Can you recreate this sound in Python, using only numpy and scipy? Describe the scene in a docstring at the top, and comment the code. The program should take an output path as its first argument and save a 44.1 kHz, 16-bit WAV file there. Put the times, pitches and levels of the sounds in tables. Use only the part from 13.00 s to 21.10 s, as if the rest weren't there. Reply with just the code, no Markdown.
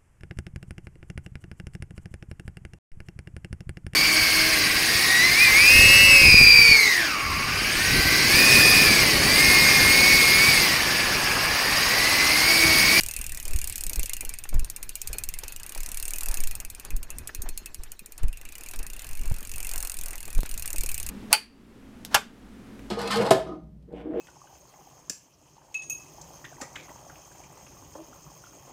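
"""A bicycle freewheel ticks as a mountain bike coasts slowly down a dry dirt trail, heard from on board.
Each pawl drop is a snap of noise plus fading tones for the ringing hub and wheel.
Puffs of noise in a broad resonance are stones and cables knocking the frame; lumpy noise in three
pitch ranges is the tyres on grit. Wind heaves and buffets in low noise, with single pressure thumps."""
import sys
import numpy as np
from scipy import signal
from scipy.fft import rfft, irfft, next_fast_len
from scipy.io import wavfile
from scipy.ndimage import uniform_filter1d, map_coordinates

SR = 44100
rng = np.random.default_rng(int(sys.argv[2]) if len(sys.argv) > 2 else 0)


def materialize(psi):
    """Save the field psi as 16-bit PCM at rate SR to the path in sys.argv[1].

    A 1-D psi becomes a single channel; in a 2-D psi each row is a channel.
    """
    bounded = np.clip(np.atleast_2d(psi).T, -1, 1)
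    quanta = np.round(bounded * 32767).astype(np.int16)
    wavfile.write(sys.argv[1], SR, quanta)


N = 357210  # length in samples

# freewheel pace: (time [s], pace [ticks per second])
TICK_PACE = [(0.0, 39.124), (0.775, 36.117), (1.425, 19.039), (1.65, 19.536), (1.75, 14.946),
             (1.95, 16.225), (2.425, 21.023), (2.55, 25.538), (2.725, 36.66), (2.825, 35.291),
             (3.125, 37.746), (3.2, 41.451), (3.625, 19.143), (3.75, 20.905), (4.2, 10.847),
             (4.425, 15.423), (4.5, 11.865), (4.85, 11.213), (5.225, 19.006), (5.475, 26.989),
             (5.575, 36.036), (5.75, 41.986), (5.8, 24.87), (5.95, 32.035), (6.125, 49.647), (6.3, 46.289),
             (6.65, 45.414), (7.35, 39.506), (7.525, 35.867), (7.8, 38.55), (8.1, 32.804)]
FIRST_TOOTH = .339  # share of a tooth's travel left before the first tick
# loudness of the ticks before their scatter: (time [s], snap level [dB], wheel ring level [dB])
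TICK_LOUDNESS = [(0.0, -26, -42.5), (0.25, -34, -46), (0.95, -27.5, -48), (1.55, -35.5, -50),
                 (1.7, -31, -50.5), (2.25, -27, -43.5), (2.6, -37.5, -53), (2.8, -33.5, -47.5),
                 (3.25, -29, -47), (3.45, -28.5, -45), (3.75, -38, -53.5), (4.35, -31, -52),
                 (5.2, -41, -57), (5.45, -42.5, -50), (5.8, -36, -51), (6.15, -41.5, -51.5),
                 (6.4, -41, -53.5), (6.65, -32, -46.1), (6.8, -30, -49.5), (7.35, -39.5, -53.5),
                 (7.8, -28, -47), (8.1, -30.5, -49.5)]
STRONG_PAWL_DB = 0.5  # ticks lie this much above and below their level in turn
SNAP_SCATTER_DB, RING_SCATTER_DB = 1.0, 2.5  # from tooth to tooth
# ticks out of the even run; the extra replaces their random scatter:
# (time [s], delay [ms], extra snap [dB], extra wheel ring [dB])
ODD_TICKS = [(0.062, 2.5, -1.5, -4.5), (0.165, 1, 4, 5.5), (0.213, -2, 3.5, 2.5), (0.264, -2.5, 3.5, -2.5),
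             (0.429, 1.5, -4.5, -11), (0.508, 1.8, -5, -2), (0.673, 4, 2.5, -2), (0.757, 5, 1, 1.0),
             (0.932, 5.4, -1.5, 2), (0.994, 4, 1.5, 9), (1.031, 7.2, 1.5, 4), (1.094, 1.2, 1.5, 7),
             (1.133, 3.5, 4, 7), (1.166, -1.5, -2, 5), (1.207, 0, 2.5, 8.5), (1.292, -0.2, 2.5, 1),
             (2.016, 1.5, 1, -3.0), (2.074, 0.5, -0.5, -4), (2.13, 0.6, -1, 3), (3.135, 2, 2, 5.0),
             (3.6, 2.7, 1.5, 1.5), (3.7, 0.7, 1.5, -3.0), (4.102, 1.5, 0.0, 6), (4.273, 2, 0, -0.5),
             (4.347, 0.4, 0, 4), (4.417, 3, 1, -17), (4.487, 1.2, 0.5, 4), (4.574, 3.5, 3.5, 2.5),
             (4.658, 1, 1.5, 7.5), (4.833, 1.9, -1, -0.5), (6.629, 3.3, 0, -2), (6.778, -2, 0.5, -6),
             (6.897, 1.8, 3.5, 4.0), (6.968, 4, -2.5, -1), (7.154, 0, -1, -13), (7.35, -4.5, 3, 5.5),
             (7.46, 1.3, -1, 5), (7.491, 6.5, 0.5, -2), (7.576, 8.5, 2, 0.0), (7.657, 7.5, 1.5, -4),
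             (7.76, 4, -2.0, 3.5), (7.89, 1.5, -0.5, 8.5), (7.978, 7, 0.5, 5.5), (8.063, 5.5, -0.5, 2.5)]
# colour of the snap: (frequency [Hz], relative level per Hz [dB])
SNAP_COLOUR = [(400, -23.5), (1200, -23.5), (2500, -22.5), (3500, -11.5), (6200, -4.5), (6600, -1),
               (9000, -0.5), (13500, -5.5), (14300, -0.5), (14900, -4.5), (15500, -46), (16500, -52)]
# tones of the metal hub and cassette: (frequency [Hz], relative level [dB], time to fade 60 dB [s])
HUB_TONES = [(4255, -23, .2), (5400, -24, .07), (6000, -22, .07), (6650, -16, .12), (6869, -18, .06),
             (8193, -17, .05), (8790, -4, .06), (9351, -14, .06), (10360, -17, .08), (11200, -17, .12),
             (11900, -16, .06), (12800, -18, .11), (14270, -15, .15)]
# duller tones of the wheel: (frequency [Hz], relative level [dB], time to fade 60 dB [s])
WHEEL_TONES = [(1705, -12.5, 0.034), (2220, -5.5, 0.033), (2434, 2, 0.091), (2571, -5.5, 0.22),
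               (2732, 3, 0.055), (1982, -8, 0.11)]

# knocks on the frame: (time [s], level [dB], centre [Hz], width [frequency ratio], kept within limits below)
FRAME_KNOCKS = [(.455, -42, 345, 4.8), (.499, -43, 380, 4.7), (0.902, -43, 427, 3.5), (.986, -33, 384, 2.5),
                (1.035, -26, 560, 1.3), (1.227, -36, 480, 2.4), (1.454, -22, 1660, 1.5),
                (1.526, -35, 450, 3.5), (1.541, -38, 700, 3), (2.097, -40, 307, 4.8),
                (2.143, -33.5, 450, 4), (2.431, -34, 530, 4.7), (2.758, -28, 704, 1.4),
                (3.215, -44, 1310, 2), (3.273, -49, 813, 1.8), (3.843, -47, 1040, 2.3),
                (4.085, -48.5, 700, 4), (4.292, -29, 1790, 1.5), (4.456, -40, 814, 2.2),
                (5.18, -49, 1150, 4.5), (5.23, -36, 304, 4.9), (5.734, -35, 1270, 4.4),
                (5.792, -42, 366, 5), (6.241, -43, 320, 5.4), (6.313, -20, 516, 2.9),
                (6.571, -48, 982, 1.9), (6.738, -41, 764, 4.1), (6.829, -43, 1260, 1.4),
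                (7.132, -46, 1940, 2.9), (7.275, -37, 342, 4.3), (7.452, -37, 2190, 2.8),
                (7.644, -40, 2020, 1.8), (7.738, -38, 540, 2.1), (7.834, -33, 413, 2.4)]
MIDDLE_KNOCK_DB, MIDDLE_KNOCK_T60 = -36, 0.069  # a middling knock, and its time to fade 60 dB [s]
SHORTER_PER_DB = 0.11  # hard knocks die sooner
KNOCK_RISE_S = 0.0043  # for a knock at 500 Hz; higher ones start faster

# tyre loudness before its random sway: (time [s], crunch [dB], roll [dB], fine grit [dB])
TYRE_LOUDNESS = [(0.0, -58, -57.5, -48.5), (0.34, -59, -63.5, -55), (0.83, -56.5, -59, -51),
                 (1.2, -58.5, -59.5, -55), (1.58, -59.5, -61.5, -61), (1.98, -60.5, -62, -56.5),
                 (2.61, -55.5, -60, -58.5), (3.0, -55, -61.5, -54.5), (3.36, -51.5, -56.5, -52),
                 (3.7, -58.5, -60, -60), (3.95, -60, -61, -63.5), (4.29, -58, -56.5, -60.5),
                 (5.03, -64.5, -64, -65.5), (5.5, -60.5, -62.5, -61), (5.77, -58, -59, -57),
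                 (6.11, -56.5, -64, -60), (6.56, -57.5, -57.5, -58), (6.75, -51.5, -59, -55.5),
                 (7.38, -59.5, -60, -58.5), (8.1, -53.5, -60, -52)]
# colour of the rolling tread: (frequency [Hz], relative level per Hz [dB])
ROLL_COLOUR = [(90, -15), (160, 0.5), (300, 1.5), (480, -2), (900, -47)]
# colour of the crushed dirt: (frequency [Hz], relative level per Hz [dB])
CRUNCH_COLOUR = [(250, -26), (600, 0.5), (1400, -1), (1700, 1), (2200, -5.5), (3000, -13), (6000, -68)]
# colour of the fine grit: (frequency [Hz], relative level per Hz [dB])
GRIT_COLOUR = [(1500, 3), (3000, 3), (6000, 1.5), (9000, -3), (14500, -8), (15500, -42)]

# wind on the microphone before its random sway: (time [s], buffet [dB], heave [dB])
WIND_LOUDNESS = [(0.0, -43.5, -34), (1.13, -50.5, -36.5), (1.26, -50, -36), (1.58, -50, -50),
                 (1.8, -51.5, -34), (2.12, -50, -38), (2.3, -47, -27), (2.57, -53.5, -42.5),
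                 (3.07, -53, -35), (3.27, -50, -31), (3.47, -47, -27.5), (3.68, -53, -43),
                 (4.2, -47.5, -36), (4.46, -51.5, -29), (5.03, -58.5, -48), (5.32, -52, -27),
                 (5.53, -57, -42.5), (5.75, -50, -40), (5.91, -49.5, -38.5), (6.7, -49, -31.5),
                 (6.79, -50, -27.5), (7.76, -46.5, -35.5), (7.9, -39.5, -24.5), (8.1, -42.5, -39)]
# colour of the slow pressure heaves: (frequency [Hz], relative level per Hz [dB])
HEAVE_COLOUR = [(2, -8), (7, 0), (15, -5), (28, -14), (70, -40)]
# colour of the buffeting: (frequency [Hz], relative level per Hz [dB])
BUFFET_COLOUR = [(12, -23), (30, -4), (60, -6.5), (110, -15), (220, -34.5), (500, -54)]
# colour of torn, fluttering air: (frequency [Hz], relative level per Hz [dB])
FLUTTER_COLOUR = [(70, -11), (150, 6), (280, -3), (600, -17)]
# single blows: (time [s], peak before levelling off [dB], width scale [ms], push 1 or suction -1 [sign])
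WIND_THUMPS = [(.197, -24.5, 10, 1), (0.556, -13, 6.9, 1), (0.878, -21, 17, -1), (.983, -13, 9.9, 1),
               (1.264, -23.5, 26, 1), (1.556, -5.5, 7.8, 1), (1.581, -16, 9.7, -1), (1.622, -22, 7.3, 1),
               (2.107, -30, 10, 1), (2.801, -19.5, 23, -1), (3.304, -21.5, 11.6, 1),
               (3.944, -18.5, 10.4, 1), (4.394, -26, 5.9, 1), (4.792, -31.5, 6.5, -1), (5.24, -17, 5.9, 1),
               (5.249, -16.5, 8.5, -1), (5.287, -20, 11.5, 1), (5.802, -22, 19, -1), (5.93, -23.5, 18, -1),
               (6.211, -16.5, 27, -1), (6.275, -20.5, 9.9, -1), (6.319, -15, 3.6, 1),
               (7.383, -7.5, 18.6, 1), (7.796, -16, 20, 1)]
# membrane pops inside one strong blow: (time [s], signed step [amplitude], recovery time constant [s])
MEMBRANE_POPS = [(7.3911, -0.071, 0.022), (7.433, 0.093, 0.0012)]
HEAVE_SWAY_DB = 2  # random sway of the slow pressure
TORN_DB = -18.5  # flutter that rides on the buffeting, against the buffet level
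FLUTTER_DB, SURGE_DB, SURGE_S = -35, -12, 0.04  # torn air and slow surge around a blow, against its peak
TOP_HZ = 16494  # nothing higher is kept


def freewheel():
    """Each pawl drop is a sharp snap with a chattering tail that sets hub and wheel ringing."""
    out, t = np.zeros(N), np.arange(4096) / SR
    drops = ticks()
    rise = 1 - np.exp(-t / 0.00021)
    swell = 1 - np.exp(-t / 0.00014)  # the wheel takes a moment to respond
    crack = amp(-4.0 - 60 * t / 0.0039)
    body = amp(-7.5 - 60 * t / 0.013)
    chatter = amp(-13.5 - 60 * t / 0.049)
    fade = crack + body + chatter
    # every tooth has its own colour
    spectra = rfft(rng.standard_normal((len(drops), len(t))))
    lumps = uniform_filter1d(rng.standard_normal(spectra.shape), size=120, axis=1)
    noise = coloured(irfft(spectra * amp(1.78 * unit(lumps))), SNAP_COLOUR)
    for (s, snap_db, wheel_db), hiss in zip(drops, noise):
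        hub = amp(-14) * ring(HUB_TONES, t, scatter_db=4, detune=.004, blur=.3)
        wheel = swell * ring(WHEEL_TONES, t, scatter_db=4.5, detune=0.045, blur=0.39)
        snap = struck(rise * (fade * hiss + hub), size=200)
        add(out, s, amp(snap_db) * snap + amp(wheel_db) * struck(wheel, size=500))
    return out


def ticks():
    """(time [s], snap [dB], wheel ring [dB]) of every pawl drop: one for each whole tooth that passes."""
    pace, = curves(TICK_PACE)
    teeth = np.cumsum(pace) / SR - FIRST_TOOTH  # teeth passed so far
    times = np.interp(np.arange(int(teeth[-1]) + 1), teeth, np.arange(N) / SR)
    extra_db = rng.standard_normal((len(times), 2)) * [SNAP_SCATTER_DB, RING_SCATTER_DB]
    for s, delay_ms, *own_db in ODD_TICKS:
        delay = delay_ms / 1000
        tooth = np.argmin(np.abs(times + delay - s))  # the tick that lands nearest once delayed
        times[tooth] += delay
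        extra_db[tooth] = own_db
    extra_db[:, 0] += STRONG_PAWL_DB * (-1) ** np.arange(len(times))
    level_db = np.transpose(curves(TICK_LOUDNESS))[(times * SR).astype(int)]
    return np.c_[times, level_db + extra_db]


def ring(modes, t, scatter_db, detune, blur):
    """The tones struck once, each at a new strength and pitch; loose parts make the phase wander."""
    hz, db, t60 = np.transpose(modes)[..., None]
    draw = rng.standard_normal((3, len(modes), 1))
    pitch = hz * (1 + detune * draw[0])
    steps = np.cumsum(rng.standard_normal((len(modes), len(t) // 16 + 1)), axis=1)
    wander = blur * np.repeat(steps, 16, axis=1)[:, :len(t)]
    size = amp(db + scatter_db * draw[1]) * np.exp(-np.log(1000) * t / t60)
    return np.sum(size * np.sin(2 * np.pi * (pitch * t + draw[2]) + wander), axis=0)


def struck(sound, size):
    """A decaying sound scaled to an average (rms) strength of 1 over its first size samples."""
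    return sound / np.sqrt(np.mean(sound[:size] ** 2))


def knocks():
    """Stones and cables knock the frame: a rattling puff of noise in a broad, dull resonance."""
    out, t = np.zeros(N), np.arange(SR // 8) / SR
    for s, db, hz, width in FRAME_KNOCKS:
        t60 = MIDDLE_KNOCK_T60 * np.exp(-SHORTER_PER_DB * (db - MIDDLE_KNOCK_DB))
        width = np.clip(width, 1.2, 4)
        far_above = min(hz * width ** 3.1, 15000)
        body = [(hz / 12, -18), (hz / width, -6), (hz, 0), (hz * width, -11), (far_above, -32)]
        # contact comes and goes, in steps of 128 samples
        contact_db = 2.2 * np.repeat(rng.standard_normal(len(t) // 128 + 1), 128)[:len(t)]
        puff = coloured(amp(contact_db) * rng.standard_normal(len(t)), body)
        rise = 1 - np.exp(-t * np.sqrt(hz / 500) / KNOCK_RISE_S)
        add(out, s, amp(db - 60 * t / t60) * rise * puff)
    return out


def tyres():
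    """Tread rolls and crushes dirt: lumpy noise in three ranges, with small grains cracking in the crunch."""
    crunch_db, roll_db, grit_db = curves(TYRE_LOUDNESS)
    chance = 400 / SR * amp(6 * wobble(25))  # around 400 grains a second, in clusters
    grains = (rng.random(N) < chance) * rng.standard_normal(N)
    bump = wobble(16)  # uneven ground shakes the whole tyre
    roll = amp(roll_db + 1.3 * bump) * coloured(patchy(patchy_db=3.5), ROLL_COLOUR)
    crushing = unit(patchy(patchy_db=3.5)) + 0.82 * unit(grains)
    crunch = amp(crunch_db + 2.0 * bump) * coloured(crushing, CRUNCH_COLOUR)
    grit = amp(grit_db + 1.95 * wobble(8.2)) * coloured(patchy(patchy_db=4.5), GRIT_COLOUR)
    return roll + crunch + grit


def patchy(patchy_db):
    """Noise whose strength comes in small lumps of time and pitch."""
    z = signal.stft(rng.standard_normal(N), nperseg=256)[2]
    field = uniform_filter1d(rng.standard_normal(z.shape), size=5, axis=0)
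    field = uniform_filter1d(field, size=6, axis=1)
    return signal.istft(z * amp(patchy_db * unit(field)), nperseg=256)[1][:N]


def wind():
    """Slow pressure heaves and lumpy buffeting, with single blows that push the membrane and let it swing back."""
    buffet_db, heave_db = curves(WIND_LOUDNESS)
    lumps_db = 3.5 * wobble(12)
    heave = coloured(rng.standard_normal(N), HEAVE_COLOUR)
    torn_size = amp(buffet_db + TORN_DB + 1.7 * lumps_db)
    torn = torn_size * coloured(rng.standard_normal(N), FLUTTER_COLOUR)
    heave_size = amp(heave_db + HEAVE_SWAY_DB * wobble(7.3) + lumps_db / 2)
    out = amp(buffet_db + lumps_db) * coloured(rng.standard_normal(N), BUFFET_COLOUR)
    t = np.arange(-SR // 10, SR // 10) / SR
    for s, db, width_ms, way in WIND_THUMPS:
        start = s + t[0]
        u = (t / (width_ms / 1000)) ** 2
        # a push one way with a dip the other way on both sides
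        add(out, start, np.sign(way) * amp(db) * (1 - 1.33 * u) * np.exp(-u / 0.79))
        flutter = coloured(rng.standard_normal(len(t)), FLUTTER_COLOUR)
        add(out, start, amp(db + FLUTTER_DB) * np.exp(-(t / 0.029) ** 2) * flutter)
        add(heave_size, start, amp(db + SURGE_DB) * np.exp(-(t / SURGE_S) ** 2))
    out = out + heave_size * heave + torn
    top = .33  # the pressure swing levels off towards this on the strongest blows
    out = out / (1 + np.abs(out / top) ** 4) ** (1 / 4)
    for s, step, back in MEMBRANE_POPS:
        add(out, s, step * np.exp(-(t - t[0]) / back))
    return out


def amp(db):
    """Decibels to a plain multiplier."""
    return 10 ** (np.asarray(db) / 20)


def unit(x):
    """x scaled to an average (rms) strength of 1."""
    return x / np.sqrt(np.mean(x ** 2) + 1e-20)


def curves(rows):
    """One value per sample for each column after the time."""
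    s, *cols = np.transpose(rows)
    return [np.interp(np.arange(N) / SR, s, c) for c in cols]


def wobble(rate):
    """A smooth random curve through rate random points a second."""
    points = rng.standard_normal(int(N * rate / SR) + 4)
    return map_coordinates(points, [np.arange(N) * rate / SR])


def coloured(x, points):
    """x filtered by a curve of (frequency [Hz], level [dB]) points, then brought to rms 1."""
    m = next_fast_len(x.shape[-1] + 8192)  # spare room keeps the end from wrapping onto the start
    hz, db = np.transpose(points)
    bins = np.log(np.fft.rfftfreq(m, 1 / SR) + 1)
    gain = amp(np.interp(bins, np.log(hz + 1), db, left=-120, right=-120))
    return unit(irfft(rfft(x, m) * gain, m)[..., :x.shape[-1]])


def add(track, s, sound):
    """Mix a sound into the track, in place, at time s in seconds."""
    part = track[max(round(s * SR), 0):][:len(sound)]
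    part += sound[:len(part)]


def scene():
    """Everything reaches the one microphone in open air, so the sources simply add up."""
    return (freewheel() + knocks() + tyres() + wind())[None]


def record(dry):
    """Cut everything from the band limit upwards."""
    m = next_fast_len(N + 8192)
    kept = np.fft.rfftfreq(m, 1 / SR) < TOP_HZ
    return irfft(rfft(dry, m) * kept, m)[:, :N]


dry = scene()
out = record(dry)
materialize(out)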